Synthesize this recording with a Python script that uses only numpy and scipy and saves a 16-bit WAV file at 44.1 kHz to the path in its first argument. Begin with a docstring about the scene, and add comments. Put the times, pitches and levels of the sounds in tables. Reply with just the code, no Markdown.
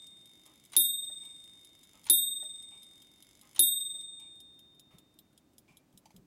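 """A small brass mantel clock strikes its last three hours, close by in a quiet room, over the ring of the
stroke before. Its escapement ticks five times a second and the fly of its striking train whirrs.
For each stroke the hammer trips, hits the bell and is picked up again. A slower pendulum clock tocks
farther off. At the end a hand bumps and taps behind the case."""
import sys
import numpy as np
from scipy import signal
from scipy.fft import rfft, irfft
from scipy.io import wavfile

SR = 44100
rng = np.random.default_rng(int(sys.argv[2]) if len(sys.argv) > 2 else 0)


def unload_audio(sound):
    """Save the sound as a 16-bit wav file, at the path given as the first command line argument."""
    columns = np.transpose(np.atleast_2d(sound))
    # keep every value between -1 and 1, then stretch to whole-number steps
    steps = np.round(np.clip(columns, -1, 1) * 32767)
    wavfile.write(sys.argv[1], SR, steps.astype(np.int16))


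N = 276065
TIME = np.arange(N) / SR

# hammer on bell: t/s, level/dB, t60 factor of first mode, extra level of second mode pair/dB
STROKES = [(-0.6, -1, 1.074, -1.5), (0.7651, -1.1, 1.06, -1), (2.0985, -0.32, 1, 0.5),
           (3.5930, -0.7, 1.29, 1.5)]


def from_db(db):
    """Level to amplitude."""
    return 10 ** (np.asarray(db) / 20)


def colour(x, spectrum):
    """Minimum-phase filter from rows of f/Hz, level/dB; white noise keeps its power."""
    size = 4096
    hz, db = np.transpose(spectrum)
    bins_hz = np.fft.rfftfreq(size, 1 / SR)
    gain = from_db(np.interp(np.log(bins_hz + 1), np.log(hz), db))
    gain /= np.sqrt(np.mean(gain ** 2))
    cepstrum = irfft(np.log(gain))[:size // 2]
    cepstrum[1:] *= 2
    impulse_response = irfft(np.exp(rfft(cepstrum, size)))
    return signal.fftconvolve(x, impulse_response)[:N]


def noise(spectrum):
    """Steady coloured noise, rms about 1."""
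    return colour(rng.standard_normal(N), spectrum)


def bursts(contacts):
    """Each contact (t/s, level/dB, decay/s) is a dying flurry of tiny impacts."""
    power = np.zeros(N)
    for t, db, decay_s in contacts:
        start = int(np.clip(t * SR, 0, N - 1))
        age = TIME[:min(N - start, int(10 * decay_s * SR))]
        power[start:start + len(age)] += (from_db(db) * np.exp(-age / decay_s)) ** 2
    return np.sqrt(power) * rng.standard_normal(N)


def struck(hits, modes):
    """Each hit (t/s, level/dB) rings the modes (f/Hz, level/dB, t60/s)."""
    clicks = np.zeros(N)
    for t, db in hits:
        clicks[int(t * SR)] += from_db(db)
    age = TIME[:SR]
    ring = sum(from_db(db - 60 * age / t60_s) * np.sin(2 * np.pi * hz * age) for hz, db, t60_s in modes)
    return signal.fftconvolve(clicks, ring)[:N]


def room(x, wet_db, t60_s):
    """Adds a diffuse tail of reflections."""
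    age = TIME[:SR // 2]
    tail = rng.standard_normal(len(age)) * from_db(-60 * age / t60_s) * (age > .003)
    return x + from_db(wet_db) * signal.fftconvolve(x, tail / np.linalg.norm(tail))[:N]


def bell(friction_db_per_s2=5.0, contact_s=.00012, reflections_s=.022):
    """Split modes beat; mount friction hastens their end; early reflections swell or thin each one."""
    # bell modes, first four in beating pairs: f/Hz, level/dB, t60/s, amplitude ratio direct/settled
    modes = [(3656.4, -34.5, 2.8, 1.3), (3678.4, -24.7, 1.13, .95), (8190.5, -35, 1.02, 1.6),
             (8212.5, -26, 1.28, -.6), (10528, -13.8, .21, 1.1), (13329.3, -17, .46, .45),
             (13421, -32, .4, 1.2), (14497, -36.5, .42, 1.2), (14621, -27, .39, .8), (7026, -53, .42, 1.0),
             (7335, -56, .42, 1.0), (7357, -54, .42, 1.0), (7690, -59, .32, 1.0), (8379, -50, .25, 1.0),
             (3012, -63, .45, 1.0)]
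    out = np.zeros(N)
    for t, stroke_db, t60_factor, pair_db in STROKES:
        start = max(int(t * SR) + 1, 0)
        for k, (hz, db, t60_s, direct) in enumerate(modes):
            t60_s *= t60_factor if k == 0 else 1
            age = TIME[start:start + int(2 * t60_s * SR)] - t
            onset_db = stroke_db + db + (pair_db if k in (2, 3) else 0)
            decay = from_db(onset_db - 60 * age / t60_s - friction_db_per_s2 * age ** 2)
            attack = 1 - np.exp(-(age / contact_s) ** 2 / 2)
            settling = 1 + (direct - 1) * np.exp(-age / reflections_s)
            out[start:start + len(age)] += decay * attack * settling * np.sin(2 * np.pi * hz * age)
    return room(out, wet_db=-22.5, t60_s=.25)


def background(air_db=-69, hiss_db=-79.5):
    """Low room noise and faint hiss."""
    # spectra: f/Hz, level/dB
    air = [(15, -62.5), (25, -27.5), (40, -13.5), (69, -9), (152, -5.5), (178, -6.5), (312, -4), (475, -17),
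           (536, -15), (668, -17), (800, -19), (1680, -26.5), (2090, -27.5), (2460, -28), (3000, -31),
           (3900, -65.5), (6600, -120)]
    hiss = [(2000, -19.5), (3200, -1), (8000, -2.5), (12000, -7.5), (16000, -5.5)]
    return from_db(air_db) * noise(air) + from_db(hiss_db) * noise(hiss)


def striking_train(free_db=-66.5, load_db=5.5, lock_s=4.03, stop_db_per_s=900):
    """The fly knocks in its bearing on most turns while gears rub; both grow as the hammer is raised."""
    # fly, racing after a blow, slowed by the lift: t/s, speed/(turns/s)
    speed = [(0.0, 45.7), (0.3, 49.5), (0.7, 49.1), (1.1, 57.4), (1.55, 51.4), (1.95, 48.7), (2.35, 53.9),
             (2.7, 44.7), (3.1, 44.0), (3.5, 51.3), (4.0, 55.2)]
    # bearing and plate modes: f/Hz, level/dB, t60/s
    bearing_modes = [(2216, -5, 0.031), (3390, -1, .018), (5080, 3, .014), (6190, -1.5, 0.02),
                     (7060, -2.5, 0.029), (8400, -8.5, 0.0078), (9470, -8.5, 0.013), (11160, 0, 0.028),
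                     (11230, -7.5, 0.026), (13160, -11, 0.017)]
    # bearing grit and gear rub spectra: f/Hz, level/dB
    grit_spectrum = [(1000, -9), (2500, -8.5), (3400, -1), (4300, -5.5), (5600, -4), (7500, 5),
                     (9500, -2.5), (10300, -10.5), (11300, -3.5), (12500, -8.5), (15500, -9)]
    rub_spectrum = [(500, -8.5), (1000, -4.5), (1800, -9.5), (2170, 10), (2450, -3), (3300, 5),
                    (4300, -2.5), (5100, -4), (8000, -0.5), (11000, -2), (15500, -12.5)]
    click_db, spread_db, skip_share = -2, 3.5, .12
    grit_db, grit_s, rub_db = 3, .0014, -11
    turns = np.cumsum(np.interp(TIME, *np.transpose(speed))) / SR
    turns_s = TIME[1:][np.diff(np.floor(turns)) > 0]
    clicks = [(t, click_db + spread_db * rng.uniform(-1, 1))
              for t in turns_s if rng.random() > skip_share]
    grit = colour(bursts([(t, db + grit_db, grit_s) for t, db in clicks]), grit_spectrum)
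    chatter = room(struck(clicks, bearing_modes) + grit, wet_db=-10.5, t60_s=.18)
    # 0 just after a blow, 1 at the next
    lift = np.interp(TIME, [t for t, *_ in STROKES], np.arange(len(STROKES))) % 1
    level_db = free_db + load_db * lift - stop_db_per_s * np.clip(TIME - lock_s, 0, 1)
    return from_db(level_db) * (chatter + from_db(rub_db) * noise(rub_spectrum))


def escapement(first_s=.0713, tooth_s=.3938, tock_lag_s=.1883, tick_db=-53, tock_db=-55):
    """Each tooth gives a sharp tick and a softer tock, each led by a faint touch of the pallet."""
    # contact spectrum: f/Hz, level/dB
    spectrum = [(1180, -42.5), (2000, -19.5), (2360, -17.5), (3140, -2.5), (3430, -1), (3980, -3.5),
                (4570, -11), (5120, -8), (6530, -8.5), (8480, -2.5), (10100, -8.5), (11200, -2),
                (12100, -14.5), (13900, -7), (16000, -20.5)]
    decay_s, touch_lead_s, touch_db = .0031, .048, -18.5
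    teeth, wobble_s, latest_tooth = 15, .003, 7.4   # off-centre wheel: late, then early, once a turn
    tooth = np.arange(int(N / SR / tooth_s) + 1)
    late_s = wobble_s * np.cos(2 * np.pi * (tooth - latest_tooth) / teeth)
    ticks_s = first_s + tooth * tooth_s + late_s
    beats = [(t + lag_s, db, decay_s)
             for t in ticks_s for lag_s, db in [(0, tick_db), (tock_lag_s, tock_db)]]
    touches = [(t - touch_lead_s, db + touch_db, decay_s) for t, db, _ in beats]
    clicks = colour(bursts(beats + touches), spectrum)
    return room(plates(clicks), wet_db=-10, t60_s=.059)


def plates(x):
    """The movement's brass plates add narrow resonances to whatever hits them."""
    # plate resonances: f/Hz, width/Hz, level re input/dB
    resonances = [(3260, 60, 4), (3570, 52, 4), (3908, 80, 5), (5083, 170, 10), (6253, 60, 0.5),
                  (6930, 261, 3.5), (8230, 76, 7.5), (9530, 50, -4.5), (10920, 76, 3.5), (11190, 69, 11),
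                  (11460, 80, 12), (13250, 90, 1.5), (14350, 35, 13.5)]
    out = x.copy()
    for hz, width_hz, db in resonances:
        radius = np.exp(-np.pi * width_hz / SR)
        b = np.array([1, 0, -1]) * (1 - radius ** 2) / 2
        a = [1, -2 * radius * np.cos(2 * np.pi * hz / SR), radius ** 2]
        out += from_db(db) * signal.lfilter(b, a, x)
    return out


def far_clock(first_s=.458, period_s=1.4835, tock_lag_s=.771, tick_db=-67, tock_db=-65.5, decay_s=.028):
    """One tick and one tock per pendulum period, reverberant with distance."""
    # beat spectra: f/Hz, level/dB
    tick_spectrum = [(400, -10), (1000, -1.5), (1170, -5), (1270, 8), (1380, -11.5), (2000, -6),
                     (2800, -7.5), (4000, -16), (7500, -18), (12000, -22)]
    tock_spectrum = [(400, -20), (900, -5), (1400, -18), (2050, -21), (2280, 4.5), (2450, -4), (2650, -8),
                     (2850, -9.5), (4000, -19.5), (7500, -20), (12000, -30)]
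    ticks_s = np.arange(first_s, N / SR, period_s)
    tick = colour(bursts([(t, tick_db, decay_s) for t in ticks_s]), tick_spectrum)
    tock = colour(bursts([(t + tock_lag_s, tock_db, decay_s) for t in ticks_s]), tock_spectrum)
    return room(tick + tock, wet_db=3.5, t60_s=.31)


def hammer_work():
    """Before each blow the lever pings and the linkage rattles; a soft knock picks the hammer up again."""
    # lever slips off its pin in two steps: lead/s, level/dB
    slips = [(.0452, -51), (0.033, -45)]
    # linkage contacts as the hammer falls: lead/s, level/dB, decay/s
    fall_contacts = [(.0405, -55, 0.0068), (.031, -42.5, 0.0075), (.0113, -44, 0.0036)]
    # rattle spectrum: f/Hz, level/dB
    rattle_spectrum = [(200, -9.5), (320, -10.5), (550, -13.5), (900, 2), (1300, -5), (1900, -3.5),
                       (2700, -1), (3800, 3.5), (4600, -6.5), (6600, -4.5), (9000, -16.5), (16000, -35)]
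    # hammer pick-up: t/s, level/dB
    knocks = [(1.030, -68), (1.099, -62.5), (2.4275, -56.5), (2.437, -65), (3.9481, -65.5)]
    # lever and linkage modes: f/Hz, level/dB, t60/s
    lever_modes = [(9500, 3, 0.038), (13770, -12, .078)]
    linkage_modes = [(615, 1, 0.14), (780, 6.5, 0.027), (920, -24, 0.044), (1435, -6, 0.045),
                     (1846, -4.5, 0.047)]
    blows_s = [t for t, *_ in STROKES if t > 0]
    ping = struck([(t - lead_s, db) for t in blows_s for lead_s, db in slips], lever_modes)
    falls = [(t - lead_s, db, decay_s) for t in blows_s for lead_s, db, decay_s in fall_contacts]
    rattle = room(colour(bursts(falls), rattle_spectrum), wet_db=-3.5, t60_s=.41)
    knock = room(struck(knocks, linkage_modes), wet_db=-5.5, t60_s=.22)
    return ping + rattle + knock


def blows(crack_db=-21, crack_s=.0015, jangle_db=-27, jangle_s=.008, thud_lag_s=.007):
    """The hammer cracks on the bell, its arm jangles, and the recoil thuds through the case."""
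    # hammer contact spectrum: f/Hz, level/dB
    crack_spectrum = [(60, -33.5), (200, -22.5), (520, -21), (900, -14.5), (1500, -24), (2200, -10.5),
                      (2800, -8.5), (3900, 1.5), (5300, -5), (7500, -1.5), (8500, 4), (11000, -8),
                      (14000, -1.5), (16000, -6.5)]
    # case and table modes: f/Hz, level/dB, t60/s
    case_modes = [(331, -40, .17), (356, -53, .09)]
    hits = [(t, db) for t, db, *_ in STROKES if t > 0]
    contacts = [(t, db + crack_db, crack_s) for t, db in hits]
    jangles = [(t, db + jangle_db, jangle_s) for t, db in hits]
    crack = colour(bursts(contacts + jangles), crack_spectrum)
    recoil = struck([(t + thud_lag_s, db) for t, db in hits], case_modes)
    low_cut = signal.butter(2, 160, "high", fs=SR, output="sos")   # a small case radiates little bass
    thud = signal.sosfilt(low_cut, recoil)
    return room(crack, wet_db=-11, t60_s=.13) + room(thud, wet_db=-8.5, t60_s=.68)


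def hand():
    """Dull bumps on table and case; finger taps on the clock's back stir the brass."""
    # contacts: t/s, level/dB, decay/s
    bumps = [(4.94, -54.5, 0.019), (5.693, -57.5, 0.019), (5.938, -57, 0.045), (6.142, -55, 0.05),
             (6.178, -56, 0.036)]
    taps = [(6.056, -53.5, 0.0086), (6.105, -59.5, 0.0071)]
    # their spectra: f/Hz, level/dB
    bump_spectrum = [(40, -11), (110, -7.5), (190, 7), (280, -18), (410, -10), (600, -28), (2000, -41)]
    tap_spectrum = [(290, -41), (500, -11), (909, 7.5), (1610, -29), (2260, -5), (2880, -14), (3270, -9),
                    (3610, -22), (4540, -8), (5380, -27), (5950, -3.5), (6570, -17), (15000, -25)]
    bumping = colour(bursts(bumps), bump_spectrum)
    tapping = plates(colour(bursts(taps), tap_spectrum))
    return bumping + room(tapping, wet_db=-12, t60_s=.26)


def scene():
    """All sources at one microphone, alike in both channels."""
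    clock = bell() + blows() + hammer_work() + escapement() + striking_train()
    return np.tile(clock + background() + far_clock() + hand(), (2, 1))


def record(dry, cutoff_hz=15900):
    """Steep low-pass."""
    return signal.sosfilt(signal.ellip(10, .1, 80, cutoff_hz, fs=SR, output="sos"), dry)


dry = scene()
out = record(dry)
unload_audio(out)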